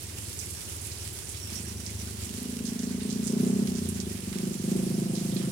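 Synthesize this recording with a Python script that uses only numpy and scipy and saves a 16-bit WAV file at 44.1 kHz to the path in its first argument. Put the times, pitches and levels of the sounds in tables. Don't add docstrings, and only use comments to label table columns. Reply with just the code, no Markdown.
import sys
import numpy as np
from scipy import signal
from scipy.fft import rfft, irfft
from scipy.io import wavfile
from scipy.ndimage import uniform_filter1d

SR = 44100
rng = np.random.default_rng(int(sys.argv[2]) if len(sys.argv) > 2 else 0)


def wrap_up_sound(samples):
    columns = np.atleast_2d(samples).T
    tamed = np.clip(columns, -1, 1)
    steps = np.round(tamed * 32767).astype(np.int16)
    wavfile.write(sys.argv[1], SR, steps)


N = 242991
TIME = np.arange(N) / SR


def from_db(db):
    return 10 ** (np.asarray(db) / 20)


def rms_one(x):
    return x / np.sqrt(np.mean(x ** 2) + 1e-20)


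def in_time(rows):
    time_s, *columns = np.transpose(rows)
    return [np.interp(TIME, time_s, column) for column in columns]


def band(x, low_hz, high_hz, order=2):
    high_hz = min(high_hz, SR * 0.45)
    low_hz = min(low_hz, high_hz - 10)
    sos = signal.butter(order, [low_hz, high_hz], "band", fs=SR, output="sos")
    return signal.sosfilt(sos, x + 1e-18)


def coloured(x, spectrum):
    hz, *columns = np.transpose(spectrum)
    log_hz = np.log(np.fft.rfftfreq(N, 1 / SR) + 1)
    level_db = [np.interp(log_hz, np.log(hz), column) for column in columns]
    return irfft(rfft(x) * from_db(level_db), N)


def drift(rate_hz):
    step = 40
    pole = np.exp(-2 * np.pi * rate_hz * step / SR)
    noise = rng.standard_normal(N // step + 2002)
    slow = signal.lfilter([1], [1, -2 * pole, pole ** 2], noise)[2000:]
    return np.interp(np.arange(N) / step, np.arange(len(slow)), rms_one(slow))


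def clicks(times_s, sizes):
    inside = (times_s >= 0) & (times_s < (N - 1) / SR)
    return np.bincount((times_s[inside] * SR).astype(int), sizes[inside], N)


def delayed(x, delay_s):
    return np.interp(TIME - delay_s, TIME, x, left=0)


def panned(x, left_over_right_db):
    return x * from_db([[left_over_right_db / 2], [-left_over_right_db / 2]])


# (frequency [Hz], level [dB per Hz])
RUMBLE_SPECTRUM = [(20, -29), (38, -10), (58, 6), (110, 10.5), (200, -0.5), (370, 2.5), (520, -7),
                   (900, -15), (3000, -42)]
RUMBLE_DB = -46.5


def rumble(side_db=-7):
    mid, side = rng.standard_normal((2, N))
    stereo = mid + from_db(side_db) * side * np.array([[1], [-1]])
    return from_db(RUMBLE_DB) * rms_one(coloured(stereo, RUMBLE_SPECTRUM))


# (time [s], length [s], start pitch [Hz], end pitch [Hz], level [dB])
BIRD_CHIRPS = [(1.348, .045, 5300, 5400, -51), (1.396, 0.08, 5750, 5360, -45.5),
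               (1.461, 0.06, 5500, 5630, -51), (1.54, 0.062, 5550, 5670, -43),
               (1.65, 0.083, 5760, 5670, -50), (1.747, 0.1, 5870, 5840, -53),
               (1.977, 0.054, 5850, 5800, -50)]


def bird(waver_hz=130, flutter_db=3):
    out = np.zeros(N)
    waver = waver_hz * drift(160)
    for start_s, length_s, start_hz, end_hz, db in BIRD_CHIRPS:
        along = np.clip((TIME - start_s) / length_s, 0, 1)
        hz = start_hz + (end_hz - start_hz) * along + waver
        tone = np.sin(2 * np.pi * np.cumsum(hz) / SR)
        out += from_db(db) * np.sin(np.pi * along) * tone
    flutter = from_db(flutter_db * drift(90) - 2.5)
    return panned(out * flutter, left_over_right_db=-21.0)


def drops(per_s, spread_db, ring_s):
    landed = rng.random(N) < per_s * from_db(3 * drift(7)) / SR
    size = landed * from_db(spread_db * np.minimum(rng.exponential(1, N), 4))
    sides = size * from_db(3.3 * rng.standard_normal((2, N)))
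    energy = signal.lfilter([1], [1, -np.exp(-2 / (ring_s * SR))], sides ** 2 + 1e-18)
    return rms_one(np.sqrt(energy) * rng.standard_normal((2, N)))


# (frequency [Hz], left level [dB per Hz], right level [dB per Hz])
RAIN_SPECTRUM = [(300, -32, -11), (704, -11, -8.5), (1020, -9, -6), (1480, -11, -5.5), (2560, -10, -2),
                 (3970, -11, -2.5), (5450, -11.5, 0.6), (6340, -10.5, -0.5), (8700, -5.5, 0.3),
                 (10080, -1.5, -3), (11340, -8, -8.5), (13600, -10.5, -9.5), (15700, -13.5, -12.5)]
# (time [s], level [dB])
SPRAY_LEVEL = [(0, -49.5), (.43, -45), (1.55, -50), (2.4, -54.5), (3.3, -71), (4.3, -51), (5.5, -51.5)]
PATTER_DB = -43.5


def rain(wash_db=0.0, ticks_db=-5, plips_db=-5, flicker_db=1.3):
    spray_db, = in_time(SPRAY_LEVEL)
    wash = rng.standard_normal((2, N)) * from_db(flicker_db * drift(12.0))
    ticks = band(drops(per_s=1100, spread_db=5.5, ring_s=0.0014), 2600, 20500, order=1)
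    edges_hz = np.geomspace(1300, 12000, num=11)
    plips = sum(band(drops(per_s=51, spread_db=4.0, ring_s=0.031), low_hz, high_hz)
                for low_hz, high_hz in zip(edges_hz, edges_hz[1:]))
    layers = [(wash_db, wash), (ticks_db, ticks), (plips_db, plips)]
    patter = sum(from_db(db) * rms_one(coloured(x, RAIN_SPECTRUM)) for db, x in layers)
    spray = rms_one(band(drops(per_s=2100, spread_db=5.5, ring_s=0.0046), 6900, 11000))
    return from_db(PATTER_DB) * patter + panned(from_db(spray_db) * spray, left_over_right_db=-8.5)


SMALL_PER_S, SMALL_DB, SMALL_HZ, SMALL_T60_S = 3.4, -48.5, 9200, 0.07


def small_splashes():
    chance = rng.random((int(SMALL_PER_S * N / SR), 4))
    return [(when * (N / SR - 0.05),
             SMALL_DB + 6 * (size - 0.5),
             SMALL_HZ * 2 ** (pitch - 0.5),
             SMALL_T60_S * (length + 0.5))
            for when, size, pitch, length in chance]


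# (time [s], level [dB], pitch [Hz], t60 [s])
NEAR_SPLASHES = [(0.39, -38, 7400, 0.21), (.86, -41, 10100, 0.1), (.916, -44, 5000, 0.28),
                 (1.134, -43, 11000, 0.049), (1.292, -40.5, 7940, .19), (1.557, -43, 7150, 0.34),
                 (1.864, -38, 5760, 0.13), (2.247, -37.5, 8060, 0.089), (2.429, -38.5, 10580, .03),
                 (2.653, -39, 5600, 0.22), (2.792, -39, 5530, .063), (2.832, -40.5, 6250, 0.14),
                 (3.005, -46.5, 3160, 0.3), (3.101, -39.5, 5500, .32), (3.241, -38.5, 7330, .12),
                 (3.27, -30, 7800, 0.02), (3.276, -33.5, 6900, 0.16), (3.674, -41, 3562, 0.037),
                 (3.753, -43, 6070, .38), (3.888, -35, 8860, 0.12), (4.002, -37, 5400, 0.08),
                 (4.328, -47, 2000, 0.52), (4.765, -39, 8670, 0.078), (5.151, -40, 5110, 0.29),
                 (5.366, -40, 3765, 0.15), (5.404, -46, 1900, 0.31)]
SPLASH_WIDTH_HZ = 3300


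def splashes(slap_db=3, slap_s=0.00051, tail_db=-3):
    out = np.zeros((2, N))
    for start_s, db, hz, t60_s in [*NEAR_SPLASHES, *small_splashes()]:
        start = int(start_s * SR)
        age_s = TIME[:min(SR // 4, N - start)]
        droplets = rms_one(uniform_filter1d(rng.standard_normal(len(age_s)), size=130))
        grain = rms_one(from_db(4 * np.tanh(droplets)))
        slap = from_db(slap_db) * np.exp(-age_s / slap_s)
        tail = from_db(tail_db - 60 * age_s / t60_s) * grain
        low_hz = np.hypot(hz, SPLASH_WIDTH_HZ / 2) - SPLASH_WIDTH_HZ / 2
        hiss = band(rng.standard_normal((2, len(age_s))), low_hz, low_hz + SPLASH_WIDTH_HZ)
        out[:, start:start + len(age_s)] += from_db(db) * (slap + tail) * rms_one(hiss)
    return panned(out, left_over_right_db=-17.5)


THROTTLE_S = 0.084


def gate(start_s, end_s):
    return np.clip(np.minimum(TIME - start_s, end_s - TIME) / THROTTLE_S + 0.5, 0, 1)


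# (start [s], end [s], boom lost [dB], extra drone [dB], extra overtone [dB],
# extra rasp [dB], random blur of the pulse times [s])
THROTTLE_PULLS = [(2.306, 2.483, 10.5, -3, 0, -1, 0.00034), (2.528, 3.768, 12, -2, 0, -1.5, 0.00017),
                  (4.32, 4.53, 24, 0.5, 2, 1, 0.00043), (4.62, 5.6, 21, 3.5, -1, 6.5, 0.00079)]
IDLE_BLUR_S = 0.00012


def throttle():
    shut = np.array([0, 0, 0, 0, IDLE_BLUR_S])
    opened = sum(np.outer(pull - shut, gate(start_s, end_s)) for start_s, end_s, *pull in THROTTLE_PULLS)
    return shut[:, None] + opened


# (time [s], speed [rpm])
ENGINE_SPEED = [(0, 2508), (1.02, 2405), (1.37, 1928), (1.44, 3112), (2.27, 3036), (2.43, 3303),
                (2.64, 3056), (2.98, 3332), (3.31, 3475), (3.62, 3965), (3.73, 3582), (3.84, 3539),
                (4.24, 2763), (4.45, 3277), (4.56, 2580), (4.69, 3217), (5.11, 3101), (5.5, 3282)]


def firings(blur_s, start_cycle=0.2498):
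    per_s = in_time(ENGINE_SPEED)[0] / 120
    cycles = np.cumsum(per_s) / SR + start_cycle
    times_s = TIME[1:][np.diff(np.floor(cycles)) > 0]
    blur = np.interp(times_s, TIME, blur_s) * rng.standard_normal(len(times_s))
    return times_s + blur, per_s


# (time [s], level [dB])
ENGINE_LOAD = [(0, -49), (1.42, -57), (1.52, -43), (2.27, -44.5), (2.33, -37.5), (2.85, -31.5),
               (3.24, -30.5), (3.42, -23), (3.58, -24.5), (3.82, -32), (4.12, -34.5), (4.21, -39.5),
               (4.45, -27), (4.56, -34), (4.69, -27), (5.5, -27.5)]
# (time [s], level lost [dB])
WEAK_FIRINGS = [(.62, 19.5), (1.23, 21)]
MISFIRE_S = 0.019
BOOM_DB, BOOM_DB_PER_RPM = -36.5, 0.005
CRUISE_DB = -31
OVERTONE_DB, OVERTONE_FOLLOWS = -42, 0.94
RASP_DB, RASP_FOLLOWS = -57, 1
GAS_DB, GAS_FOLLOWS = -60.5, 1.0


def exhaust_levels():
    rpm, = in_time(ENGINE_SPEED)
    load_db, = in_time(ENGINE_LOAD)
    lost_db = sum(db * np.exp(-((TIME - s) / MISFIRE_S) ** 2) for s, db in WEAK_FIRINGS)
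    swing_db = load_db - CRUISE_DB
    boom_db = BOOM_DB + BOOM_DB_PER_RPM * (rpm - 3000)
    overtone_db = OVERTONE_DB + OVERTONE_FOLLOWS * swing_db
    rasp_db = RASP_DB + RASP_FOLLOWS * swing_db
    gas_db = GAS_DB + GAS_FOLLOWS * swing_db
    return np.array([boom_db, load_db, overtone_db, rasp_db, gas_db]) - lost_db


# (time [s], pitch [Hz])
PIPE_PITCH = [(0, 173), (2.2, 195.6), (2.4, 225), (3.1, 209.2), (3.75, 198.3), (4.2, 186.4), (5.5, 179.6)]


def exhaust_band(fired, level_db, trips, low_hz, high_hz, lag_s, uneven_db, order):
    times_s, per_s = fired
    note_hz = np.interp(times_s, TIME, in_time(PIPE_PITCH)[0])
    chance = rng.standard_normal((len(times_s), len(trips) + 1))
    size_db = np.interp(times_s + lag_s, TIME, level_db) + uneven_db * chance[:, -1]
    size = from_db(size_db) / np.sqrt(np.interp(times_s, TIME, per_s))
    puffs = np.zeros(N)
    for k, (trip, db) in enumerate(trips):
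        trip_size = size * from_db(db + uneven_db * chance[:, k])
        puffs += clicks(times_s + lag_s + trip / note_hz, trip_size)
    ringing = rms_one(band(puffs, low_hz, high_hz, order=order))
    return ringing * np.sqrt(np.sum(size ** 2) * SR / N)


# (round trips [count], level [dB])
PUFF_TRIPS = [(0, 4), (1, 3), (1.999, -9)]
# (delay [s], level [dB])
YARD_ECHOES = [(0.0117, -18.5), (0.0163, -21), (0.0213, -19), (.052, -35)]
# (frequency [Hz], left level [dB], right level [dB])
ENGINE_EARS = [(86, -3.5, -4), (215, -1, -0.44), (400, -5.5, -5.5), (800, -2.5, 2)]


def motorcycle(scatter_db=-18):
    boom_lost_db, more_drone_db, more_overtone_db, more_rasp_db, blur_s = throttle()
    fired = firings(blur_s)
    boom_db, bark_db, overtone_db, rasp_db, gas_db = exhaust_levels()
    rasp_db = rasp_db + more_rasp_db
    first_puff = PUFF_TRIPS[:1]
    boom = exhaust_band(fired, boom_db - boom_lost_db, first_puff, low_hz=69.3, high_hz=108.3,
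                        lag_s=-0.0065, uneven_db=1.2, order=3)
    drone = exhaust_band(fired, bark_db + more_drone_db - 13.0, first_puff, low_hz=119, high_hz=157.0,
                         lag_s=0.0043, uneven_db=2.5, order=3)
    bark = exhaust_band(fired, bark_db, PUFF_TRIPS, low_hz=186.3, high_hz=290.4,
                        lag_s=-0.00045, uneven_db=1.02, order=2)
    overtone = exhaust_band(fired, overtone_db + more_overtone_db, PUFF_TRIPS, low_hz=316.5, high_hz=422.0,
                            lag_s=-0.0019, uneven_db=2.8, order=3)
    low_rasp = exhaust_band(fired, rasp_db, first_puff, low_hz=489, high_hz=538.6,
                            lag_s=-0.00299, uneven_db=1.7, order=3)
    high_rasp = exhaust_band(fired, rasp_db - 9.5, first_puff, low_hz=663, high_hz=710,
                             lag_s=-0.0011, uneven_db=-0.1, order=3)
    hum = from_db(bark_db - 27) * np.sin(4 * np.pi * np.cumsum(fired[1]) / SR)
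    muffled_bark = band(bark, 58, 452)
    direct = boom + drone - muffled_bark - overtone + low_rasp + high_rasp + hum
    gas = from_db(gas_db) * rms_one(band(rng.standard_normal((2, N)), 580, 1180, order=1))
    echoed = direct + sum(from_db(db) * delayed(direct, delay_s) for delay_s, db in YARD_ECHOES)
    ears = coloured(np.array([echoed, delayed(echoed, 0.00023)]), ENGINE_EARS)
    tail = rng.standard_normal((2, SR // 2)) * from_db(-60 * TIME[:SR // 2] / 0.29)
    tail /= np.sqrt(np.sum(tail ** 2, axis=1, keepdims=True))
    scattered = from_db(scatter_db) * signal.fftconvolve(direct[None], tail, axes=1)[:, :N]
    return ears + scattered + gas


def scene():
    return rumble() + bird() + rain() + splashes() + motorcycle()


CUTOFF_HZ = 15900


def record(dry):
    return signal.sosfilt(signal.ellip(12, 0.1, 90, CUTOFF_HZ, fs=SR, output="sos"), dry)


dry = scene()
out = record(dry)
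wrap_up_sound(out)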